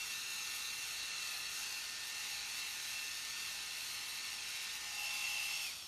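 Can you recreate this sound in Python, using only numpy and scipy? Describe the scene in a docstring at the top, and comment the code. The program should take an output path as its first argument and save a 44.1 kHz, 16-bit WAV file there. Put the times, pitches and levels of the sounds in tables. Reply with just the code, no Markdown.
"""A buzzing, whining geared epilator strokes along a forearm in a small room, heard by one close microphone.
Pinion teeth whine on their wheel and rattle the plastic casing; rollers rub, tweezers ring, the head drones.
Each tone and knock follows one motor shaft, whose speed sags in most presses on the skin.
Near the end the head is lifted and turned toward the microphone; the power is cut and the gears run down."""
import sys
import numpy as np
from scipy import signal
from scipy.fft import rfft, irfft, next_fast_len
from scipy.io import wavfile
from scipy.ndimage import map_coordinates

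SR = 44100
rng = np.random.default_rng(int(sys.argv[2]) if len(sys.argv) > 2 else 0)


def master(y):
    """Save y as 16-bit WAV."""
    cut = np.clip(np.atleast_2d(y).T, -1, 1)
    pcm = np.round(cut * 32767)  # scale
    wavfile.write(sys.argv[1], SR, pcm.astype(np.int16))


N = 259119
TIME = np.arange(N) / SR
PINION_TEETH, WHEEL_TEETH = 13, 78


def from_db(db):
    """Decibels to gain."""
    return 10 ** (np.asarray(db) / 20)


def rms_one(x):
    """Scale to rms 1."""
    return x / np.sqrt(np.mean(x ** 2) + 1e-20)


def in_time(rows):
    """A curve of (time [s], value) at every sample."""
    return np.interp(TIME, *np.transpose(rows))


def at_hz(points, hz):
    """A spectrum's dB at given frequencies, interpolated along log frequency."""
    points = np.array(points)
    return np.interp(np.log(hz + 1), np.log(points[:, 0]), points[:, 1])


def colour(x, db_at):
    """Filter, without phase shift, by a response given as a function from Hz to dB."""
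    size = next_fast_len(N + 4096)
    hz = np.arange(size // 2 + 1) * SR / size
    return irfft(rfft(x, size) * from_db(db_at(hz)), size)[:N]


def drift(rate):
    """Smooth random wander of rms 1 that changes about rate times a second."""
    return rms_one(colour(rng.standard_normal(N), lambda hz: -20 * np.log10(1 + (hz / rate) ** 2)))


def swell(at_s, half_s):
    """A smooth rise and fall of height 1."""
    return np.exp(-((TIME - at_s) / half_s) ** 2)


def dips(times):
    """Gain of a tone that drops out briefly at the given times."""
    depth_db, half_s = 7, .022
    return from_db(-depth_db * sum(swell(at_s, half_s) for at_s in times))


def tone(cycles):
    """A sine of rms 1 that follows a cycle count, from a random phase."""
    return np.sqrt(2) * np.sin(2 * np.pi * (cycles + rng.random()))


def resonant_noise(hz, width_hz):
    """Noise in one resonance with steep skirts, whose centre may move; rms 1."""
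    def skirts(f):
        return -10 * np.log10(1 + (2 * f / width_hz) ** 4)
    real, imaginary = (colour(white, skirts) for white in rng.standard_normal((2, N)))
    angle = 2 * np.pi * np.cumsum(hz + np.zeros(N)) / SR
    return rms_one(real * np.cos(angle) + imaginary * np.sin(angle))


def runout(turns, count):
    """Error of an out-of-true wheel: the same bumps on every turn, rms 1."""
    phases = rng.uniform(0, 2 * np.pi, count)
    bumps = 0
    for k in range(1, count + 1):
        bumps = bumps + np.cos(2 * np.pi * k * turns + phases[k - 1]) / np.sqrt(k)
    return rms_one(bumps)


def strokes():
    """Gaussian presses on the skin: speed sag, and swells in dB of rubbing, treble rattle and drone."""
    # strokes over the skin: (firmest press [s], half-length [s], speed sag [turns/s],
    # rubbing swell [dB], treble rattle swell [dB], drone swell [dB])
    presses = [(0.146, 0.054, 2.0, 4.5, 0.75, 1.8), (0.682, 0.067, 0, 3.3, 0.98, 2.4),
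               (1.003, 0.062, 0.44, 4.5, 1, 3.5), (1.365, 0.082, 7, 1, 1.9, 15),
               (1.739, 0.07, 0.5, 6, 2.1, 8.9), (2.378, 0.09, 0.9, 3.5, 1.7, 2.9),
               (2.701, 0.041, 1.5, 0, 1.1, 5), (3.043, 0.063, 0, 0, 1, 5.8),
               (3.576, 0.046, 3.5, 1, 1.27, 4.5), (3.992, 0.072, 0.1, -1, 0.76, 7.9),
               (4.392, 0.055, 3.5, -1, 0.47, 8), (4.722, 0.068, 0, 3, 1, 1)]
    # the tweezers meet the hair just before each press and brighten the rattle
    catch_lead_s, catch_half_s = 0.12, 0.1
    sag = rubbing_db = catching_db = droning_db = 0
    for at_s, half_s, sag_turns, rub_db, catch_db, drone_db in presses:
        press = swell(at_s, half_s)
        sag = sag + sag_turns * press
        rubbing_db = rubbing_db + rub_db * press
        droning_db = droning_db + drone_db * press
        catching_db = catching_db + catch_db * swell(at_s - catch_lead_s, catch_half_s)
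    return sag, rubbing_db, catching_db, droning_db


def run_down():
    """Turns per second lost after the power is cut: current dies away, then friction brakes evenly."""
    off_at_s, current_decay_s, braking_turns_per_s2 = 5.629, .06, 880
    off_s = np.maximum(TIME - off_at_s, 0)
    return braking_turns_per_s2 * (off_s - current_decay_s * (1 - np.exp(-off_s / current_decay_s)))


def motor_speed(sag, braked):
    """Shaft speed in turns per second: the free speed less the load's sag and the run-down."""
    # speed of the motor between presses: (time [s], speed [turns/s])
    free_speed = [(0, 209.0), (.36, 207.5), (.63, 208.3), (.75, 209.2), (.89, 207.4), (.98, 208.5),
                  (1.12, 207.2), (1.62, 208.9), (2.12, 208.0), (2.45, 207.3), (2.98, 206.5), (3.45, 208.7),
                  (3.75, 207.4), (4.19, 207.0), (4.69, 209.2), (5.03, 207.2), (5.22, 208.1), (5.46, 206.3),
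                  (5.56, 206.7), (5.63, 206.0)]
    return in_time(free_speed) - sag - braked


def head_facing():
    """How far the lifted, open head is turned toward the microphone."""
    # turn of the head: (time [s], share from side-on to head-on [0-1])
    facing = [(0, 0.02), (4.5, 0.26), (4.8, 0.23), (5.05, 0.56), (5.3, 0.75), (5.55, 0.73), (5.72, 0.75),
              (5.88, 0.78)]
    return np.clip(in_time(facing), 0, 1)


def tooth_knocks(turns, chance_db=3.5):
    """One knock per tooth; backlash scatters each in time and strength. Rms 1."""
    teeth = turns * PINION_TEETH
    count = int(teeth[-1])
    at = np.searchsorted(teeth, np.arange(count) + rng.random(count))
    knocks = np.zeros(N)
    knocks[at] = from_db(chance_db * rng.standard_normal(len(at))) * rng.choice([-1, 1], len(at))
    return rms_one(knocks)


def wheel_rasp(turns, top_hz=1600):
    """The wheel's rough flanks come round again and again: an even comb of low lines."""
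    flanks = irfft(np.exp(2j * np.pi * rng.random(size=160)), 8192)
    place = turns * PINION_TEETH / WHEEL_TEETH % 1
    rasp = np.interp(place, np.arange(len(flanks)) / len(flanks), flanks)
    return colour(rms_one(rasp), lambda hz: -10 * np.log10(1 + (hz / top_hz) ** 4))


def casing(x, facing):
    """The shell's resonances, blended between side-on and head-on views, each of rms 1 in the treble."""
    # broad colour of the plastic shell: (frequency [Hz], level [dB per Hz])
    broad = [(100, -33), (350, -18.5), (600, -18.5), (800, -12), (1100, -9), (1700, -6.5), (2200, 0),
             (3000, -2), (4000, 1), (6000, -1.5), (7500, -6), (10000, -7), (14000, -13)]
    # resonances and hollows: (frequency [Hz], width [Hz], level side-on [dB], level head-on [dB])
    resonances = [(419.7, 99, -0.5, -21), (1390, 350, 4.5, 1.5), (2140, 230, 0, 6.5), (2690, 440, 3.5, 3),
                  (3030, 240, -2, -0.5), (3100, 1150, -0.5, 6), (4000, 320, -3.5, 0.5),
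                  (4680, 150, -0.5, 4.5), (4920, 280, -4.5, 1), (5410, 330, 0.5, 9), (6600, 1000, 1.5, 2.5),
                  (7570, 320, -6.5, 4), (8980, 520, 0.5, 8), (9780, 230, 1, -5), (10430, 320, -10, 0),
                  (11700, 1200, -1.5, 6)]
    treble_band = signal.butter(4, [3200, 13000], "band", fs=SR, output="sos")
    views = []
    for view in range(2):
        def response(hz):
            db = at_hz(broad, hz)
            for row in resonances:
                db = db + row[2 + view] * .5 ** ((2 * (hz - row[0]) / row[1]) ** 2)
            return db
        sound = colour(x, response)
        views.append(sound / np.std(signal.sosfilt(treble_band, sound)))
    return (1 - facing) * views[0] + facing * views[1]


def gear_rattle(turns, facing, sliding=0.99, rasp=0.36):
    """Teeth knock, slide and rasp in the casing as the wheel's load swings; tweezers snap at random."""
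    wheel_db, snaps_per_s, snap_size = .2, 10, 5
    # base level, its loss as the hand moves along the arm, and its gain head-on
    rattle_db, fall_db_per_s, facing_db = -47.5, 0.3854, 7
    snaps = (rng.random(N) < snaps_per_s / SR) * snap_size * rng.uniform(.5, 1.5, N)
    force = tooth_knocks(turns) + sliding * rng.standard_normal(N) + rasp * wheel_rasp(turns) + snaps
    load_db = wheel_db * runout(turns * PINION_TEETH / WHEEL_TEETH, count=2)
    level_db = rattle_db - fall_db_per_s * TIME + facing_db * facing
    return from_db(level_db + load_db) * casing(force, facing)


def brighten(x, lift_db, above_hz=1100):
    """The tweezers catch hair and raise the treble by a level that changes in time."""
    treble = colour(x, lambda hz: -20 * np.log10(1 + (above_hz / (hz + 1)) ** 2))
    return x + (from_db(lift_db) - 1) * treble


def grinding(turns):
    """Gain of the grind: the gears bite once a motor turn, hard and soft in turn."""
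    hard_db, soft_db, decay_turns = 3.0, .7, .2
    bite_db = np.where(turns % 2 < 1, hard_db, soft_db) * np.exp(-(turns % 1) / decay_turns)
    return from_db(bite_db - bite_db.mean())


def mesh_chatter(turns, facing, sag, width_hz=290):
    """Backlash roughens the whine: a faint band glides just under the pinion's mesh, louder under load."""
    chatter_db, head_on_db, db_per_sag, below_hz = -64, 11.5, 1.5, 15
    mesh_hz = PINION_TEETH * np.gradient(turns) * SR
    level_db = chatter_db + head_on_db * facing + db_per_sag * sag
    return from_db(level_db) * resonant_noise(hz=mesh_hz - below_hz, width_hz=width_hz)


def pinion_whine(turns, facing, sag, trim_db=-0.5):
    """Mesh tone of the pinion; its out-of-true wheel loosens contact unevenly, so it throbs, most off the skin."""
    # swells and fades as the device is turned, before the trim: (time [s], level [dB])
    whine = [(0, -47.5), (.25, -51), (.75, -52.5), (1.19, -50), (1.45, -53), (1.65, -53.5), (1.77, -49.5),
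             (1.9, -65), (2.08, -56), (2.2, -52), (2.41, -56), (2.65, -49), (2.82, -61), (2.99, -46),
             (3.23, -61.5), (3.4, -52), (3.8, -55.5), (4.62, -54), (4.73, -56), (4.81, -72), (4.89, -54),
             (5.02, -46), (5.42, -43), (5.62, -48)]
    # out-of-true wheel: (offset from the mesh [cycles per wheel turn], level before play [dB re whine])
    sidebands = [(-4.5, -24), (-3, -18), (-2, -12), (-1, -11), (1, -14), (2, -20), (3, -18.5), (4.5, -22)]
    # brief drop-outs: (time [s])
    dropouts = [.07, .23, .88, .97, 1.68, 2.07, 2.42, 2.7, 3.53, 3.86, 4.37, 4.5]
    uneven, jitter_rad = .15, .04   # the jitter is scaled by the play
    play = .5 + .6 * facing
    wheel = turns * PINION_TEETH / WHEEL_TEETH
    lapse = sum(from_db(db) * np.exp(2j * np.pi * order * wheel) for order, db in sidebands)
    contact = 1 - play * lapse * (1 + uneven * drift(25))
    phase = 2 * np.pi * PINION_TEETH * turns + play * jitter_rad * drift(90)
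    mesh = np.sqrt(2) * np.real(contact * np.exp(1j * phase))
    clean = from_db(in_time(whine) + trim_db) * dips(dropouts) * mesh
    return clean + np.abs(contact) ** 2 * mesh_chatter(turns, facing, sag)


def head_whirr(turns, trim_db=0.6, rough=0.16):
    """Tone of the second gear stage, in the head, with a wavering, rough level."""
    # before the trim and waver: (time [s], level [dB])
    whirr = [(0, -72), (.14, -59), (.4, -60.5), (.75, -61.5), (.9, -67), (1.1, -59), (1.25, -63),
             (1.5, -58), (1.68, -64), (1.92, -56), (2.5, -63.5), (3.2, -60), (3.42, -57), (3.6, -61),
             (4.15, -65.5), (4.45, -63), (4.62, -62), (4.86, -57), (5.0, -64), (5.5, -70), (5.62, -81)]
    # brief drop-outs: (time [s])
    dropouts = [.23, .88, .98, 1.2, 3.82, 4.99, 5.24]
    waver_db, cycles_per_turn = 1.5, 26 / 3
    level = from_db(in_time(whirr) + trim_db + waver_db * drift(9.3)) * dips(dropouts)
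    return level * (1 + rough * drift(30)) * tone(cycles_per_turn * turns)


def gear_whine(turns, facing, sag, braked):
    """Both mesh tones weaken under load; in the run-down they hold at first, then fade."""
    loss_db_per_sag = 0.13       # for each turn per second lost under load
    fade_turns_per_s = 12        # 1 dB down at this speed loss, growing with its square
    loss_db = loss_db_per_sag * sag + (braked / fade_turns_per_s) ** 2
    return from_db(-loss_db) * (pinion_whine(turns, facing, sag) + head_whirr(turns))


def rollers(turns, rubbing_db, trim_db=-0.6):
    """Dry, gritty rubbing in one moving resonance of the head, swelling once a roller turn."""
    # rubbing between presses, before the trim: (time [s], level [dB])
    rub = [(0, -56), (.5, -49), (.82, -54), (1.15, -50.5), (1.45, -49.5), (1.68, -58), (1.95, -53.5),
           (2.7, -51.5), (3.1, -53), (3.3, -54.5), (3.9, -50.5), (4.1, -50), (4.5, -52), (4.73, -55),
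           (4.82, -69), (5.0, -55), (5.3, -54.5), (5.7, -53), (5.8, -59)]
    # pitch of the rubbing, which shifts with the angle of the head on the skin: (time [s], centre [Hz])
    rub_pitch = [(0, 3950), (.42, 4136), (.65, 3970), (.85, 4300), (1.05, 4130), (1.3, 4300), (1.52, 4230),
                 (1.7, 4400), (1.95, 4250), (2.45, 4206), (2.68, 4052), (3.05, 4020), (3.35, 4350),
                 (3.58, 4127), (3.8, 4260), (4.42, 4296), (4.6, 3930), (4.75, 3825), (5.0, 4450),
                 (5.68, 4450)]
    roller_db, grit_db = 1.3, 1.5
    grain = from_db(roller_db * runout(turns / 4, count=1) + grit_db * drift(160))
    level = from_db(in_time(rub) + trim_db + rubbing_db)
    return level * grain * resonant_noise(hz=in_time(rub_pitch), width_hz=650)


def tweezer_ring(ring_db=0.0):
    """The small steel tweezers ring in one high resonance."""
    # high ring before the other gains: (time [s], level [dB])
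    ring = [(0, -58), (.4, -53.5), (.75, -56), (1.0, -58), (1.22, -57), (1.4, -63), (1.58, -53.5),
            (1.95, -65), (2.25, -57), (2.6, -57), (3.35, -57), (3.7, -68), (4.3, -65), (4.75, -60),
            (5.25, -54.5), (5.7, -60)]
    return from_db(in_time(ring) + ring_db) * resonant_noise(hz=6480, width_hz=640)


def coasting(speed):
    """Gain of rattle, rubbing and ring: it falls with a power of the speed, toward a resting share."""
    power, rest = 3.7, 0.52
    return rest + (1 - rest) * (speed / speed.max()) ** power


def head_drone(turns, speed, facing, droning_db, trim_db=-8.0, head_on_db=2.4):
    """The hollow head rings with the motor's fourth harmonic, while in tune, and with noise around it."""
    # between presses, swelling when the head is clear of the arm; before the trim: (time [s], level [dB])
    drone = [(0, -70), (.25, -71), (.38, -59), (.8, -68.5), (1.2, -69), (1.5, -72), (1.62, -60),
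             (1.75, -69), (1.93, -73), (2.2, -59.5), (2.55, -64), (2.85, -66), (2.96, -61), (3.1, -77),
             (3.3, -82), (3.5, -63), (3.95, -69), (4.2, -66), (4.35, -67), (4.62, -65.5), (5.04, -52),
             (5.2, -55), (5.65, -58.5), (5.88, -64)]
    air_db, air_head_on_db, waver_db = -5, 6, 1
    in_tune = (speed / speed.max()) ** 8
    fourth_db = head_on_db * facing + waver_db * (1 - facing) * drift(14)
    fourth = from_db(fourth_db) * in_tune * tone(4 * turns)
    air = from_db(air_db + air_head_on_db * facing) * resonant_noise(hz=779, width_hz=250)
    return from_db(in_time(drone) + trim_db + droning_db) * (fourth + air)


def fifth_harmonic(turns, speed, fifth_db=0.0):
    """The motor's fifth harmonic leaks from the head too, as a clean line that fades with the speed."""
    # fifth harmonic before the fade with speed: (time [s], level [dB])
    fifth = [(0, -73), (.4, -72), (.8, -79), (1.3, -65.5), (1.5, -74), (1.72, -65), (1.95, -74), (2.4, -71),
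             (2.9, -67), (3.3, -80), (3.6, -69), (4.05, -71), (4.8, -69), (5.2, -61.5), (5.62, -71)]
    return from_db(in_time(fifth) + fifth_db) * (speed / speed.max()) ** 7 * tone(5 * turns)


def motor_hum(turns, speed, facing, droning_db):
    """Weak tones of rotor and gears, locked to the shaft, waver, swell under presses and fade with speed."""
    # tones of rotor and gears: (frequency [cycles per motor turn])
    orders = [2, 7 / 3, 10 / 3, 13 / 3, 6, 7, 9.42, 13.755]
    # their levels before waver, swell and fade: (side-on [dB], head-on [dB])
    levels = [(-77, -88), (-80, -94), (-84, -94), (-77, -76), (-71, -68.5), (-66.5, -74), (-66.5, -73),
              (-68, -70)]
    waver_db, drone_share = 1.6, 0.19   # the share of the drone's swell that these tones follow
    out = 0
    for order, (side_db, head_db) in zip(orders, levels):
        level_db = side_db + facing * (head_db - side_db) + waver_db * drift(19.0)
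        out = out + from_db(level_db) * tone(order * turns)
    return out * from_db(drone_share * droning_db) * (speed / speed.max()) ** 7


def arm_echo(x, path_s=0.001106, sweep=0.205, share=0.24):
    """The nearby arm reflects the sound; its randomly drifting path sweeps a shallow comb through it."""
    lag = path_s * SR * np.exp(sweep * drift(1.34))
    return x + share * map_coordinates(x, [np.arange(N) - lag], order=3)


def lift_band(x, lift_db, hz, width_hz):
    """Raise or lower one band by a level that changes in time."""
    band = colour(x, lambda f: -6 * (2 * (f - hz) / width_hz) ** 2)
    return x + (from_db(lift_db) - 1) * band


def shifting_colour(x):
    """As the device tilts, a hollow above the rubbing opens and closes and a low shell ring comes and goes."""
    # band just above the rubbing: (time [s], level [dB])
    hollow = [(0, 0.5), (.75, -1.5), (.9, -8), (1.05, -1), (1.48, -8), (1.62, 2), (1.9, 1), (2.35, -2),
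              (2.55, 0.5), (2.75, -1), (3.0, 1.5), (3.6, -0.5), (4.2, -4), (4.7, 3), (5.1, 1)]
    # low ring of the shell: (time [s], level [dB])
    shell_ring = [(0, -0.5), (2.0, -2.5), (2.3, 2), (3.1, 1.5), (3.3, -1.5), (4.4, 0), (4.65, 3.5),
                  (5.0, -2), (5.5, -1), (5.75, -11)]
    hollowed = lift_band(x, in_time(hollow), hz=4870, width_hz=510)
    return lift_band(hollowed, in_time(shell_ring), hz=2190, width_hz=420)


def shimmer(x, above_hz=10500, depth_db=2.0):
    """The top of the hiss flickers."""
    top = colour(x, lambda hz: -10 * np.log10(1 + (above_hz / (hz + 1)) ** 16))
    return x + (from_db(depth_db * drift(9.6)) - 1) * top


def room(x, t60=0.15):
    """A short diffuse tail from shelves and walls: decaying noise after a 5 ms gap."""
    t = TIME[:SR // 2]
    tail = rng.standard_normal(len(t)) * from_db(-60 * t / t60) * (t > .005)
    return signal.fftconvolve(x, tail / np.linalg.norm(tail))[:N]


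def room_tone(level_db=-68):
    """Steady background of the room: coloured noise."""
    # shape of the background: (frequency [Hz], relative level [dB per Hz])
    spectrum = [(20, -36), (35, -11), (48, 2), (70, -1.5), (95, 1), (125, -2.5), (220, -4), (450, -7),
                (1000, -18), (4000, -27.5), (14000, -30.5)]
    noise = colour(rng.standard_normal(N), lambda hz: at_hz(spectrum, hz))
    return from_db(level_db) * rms_one(noise)


def scene(noise_wet_db=-12):
    """One shaft drives the gears and motor tones; both channels carry the same microphone."""
    tone_wet_db = -24
    sag, rubbing_db, catching_db, droning_db = strokes()
    braked, facing = run_down(), head_facing()
    speed = motor_speed(sag, braked)
    turns = np.cumsum(speed) / SR

    rattle = brighten(gear_rattle(turns, facing), catching_db)
    friction = rattle + rollers(turns, rubbing_db) + tweezer_ring()
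    ground = coasting(speed) * grinding(turns) * friction
    noises = shimmer(shifting_colour(arm_echo(ground)))

    drone = head_drone(turns, speed, facing, droning_db)
    hum = fifth_harmonic(turns, speed) + motor_hum(turns, speed, facing, droning_db)
    tones = gear_whine(turns, facing, sag, braked) + drone + hum

    tail = room(from_db(noise_wet_db) * noises + from_db(tone_wet_db) * tones)
    return np.tile(noises + tones + tail + room_tone(), (2, 1))


def record(dry):
    """The top is cut steeply."""
    cutoff_hz = 14200
    return signal.sosfilt(signal.ellip(12, .1, 80, cutoff_hz, fs=SR, output="sos"), dry)


dry = scene()
out = record(dry)
master(out)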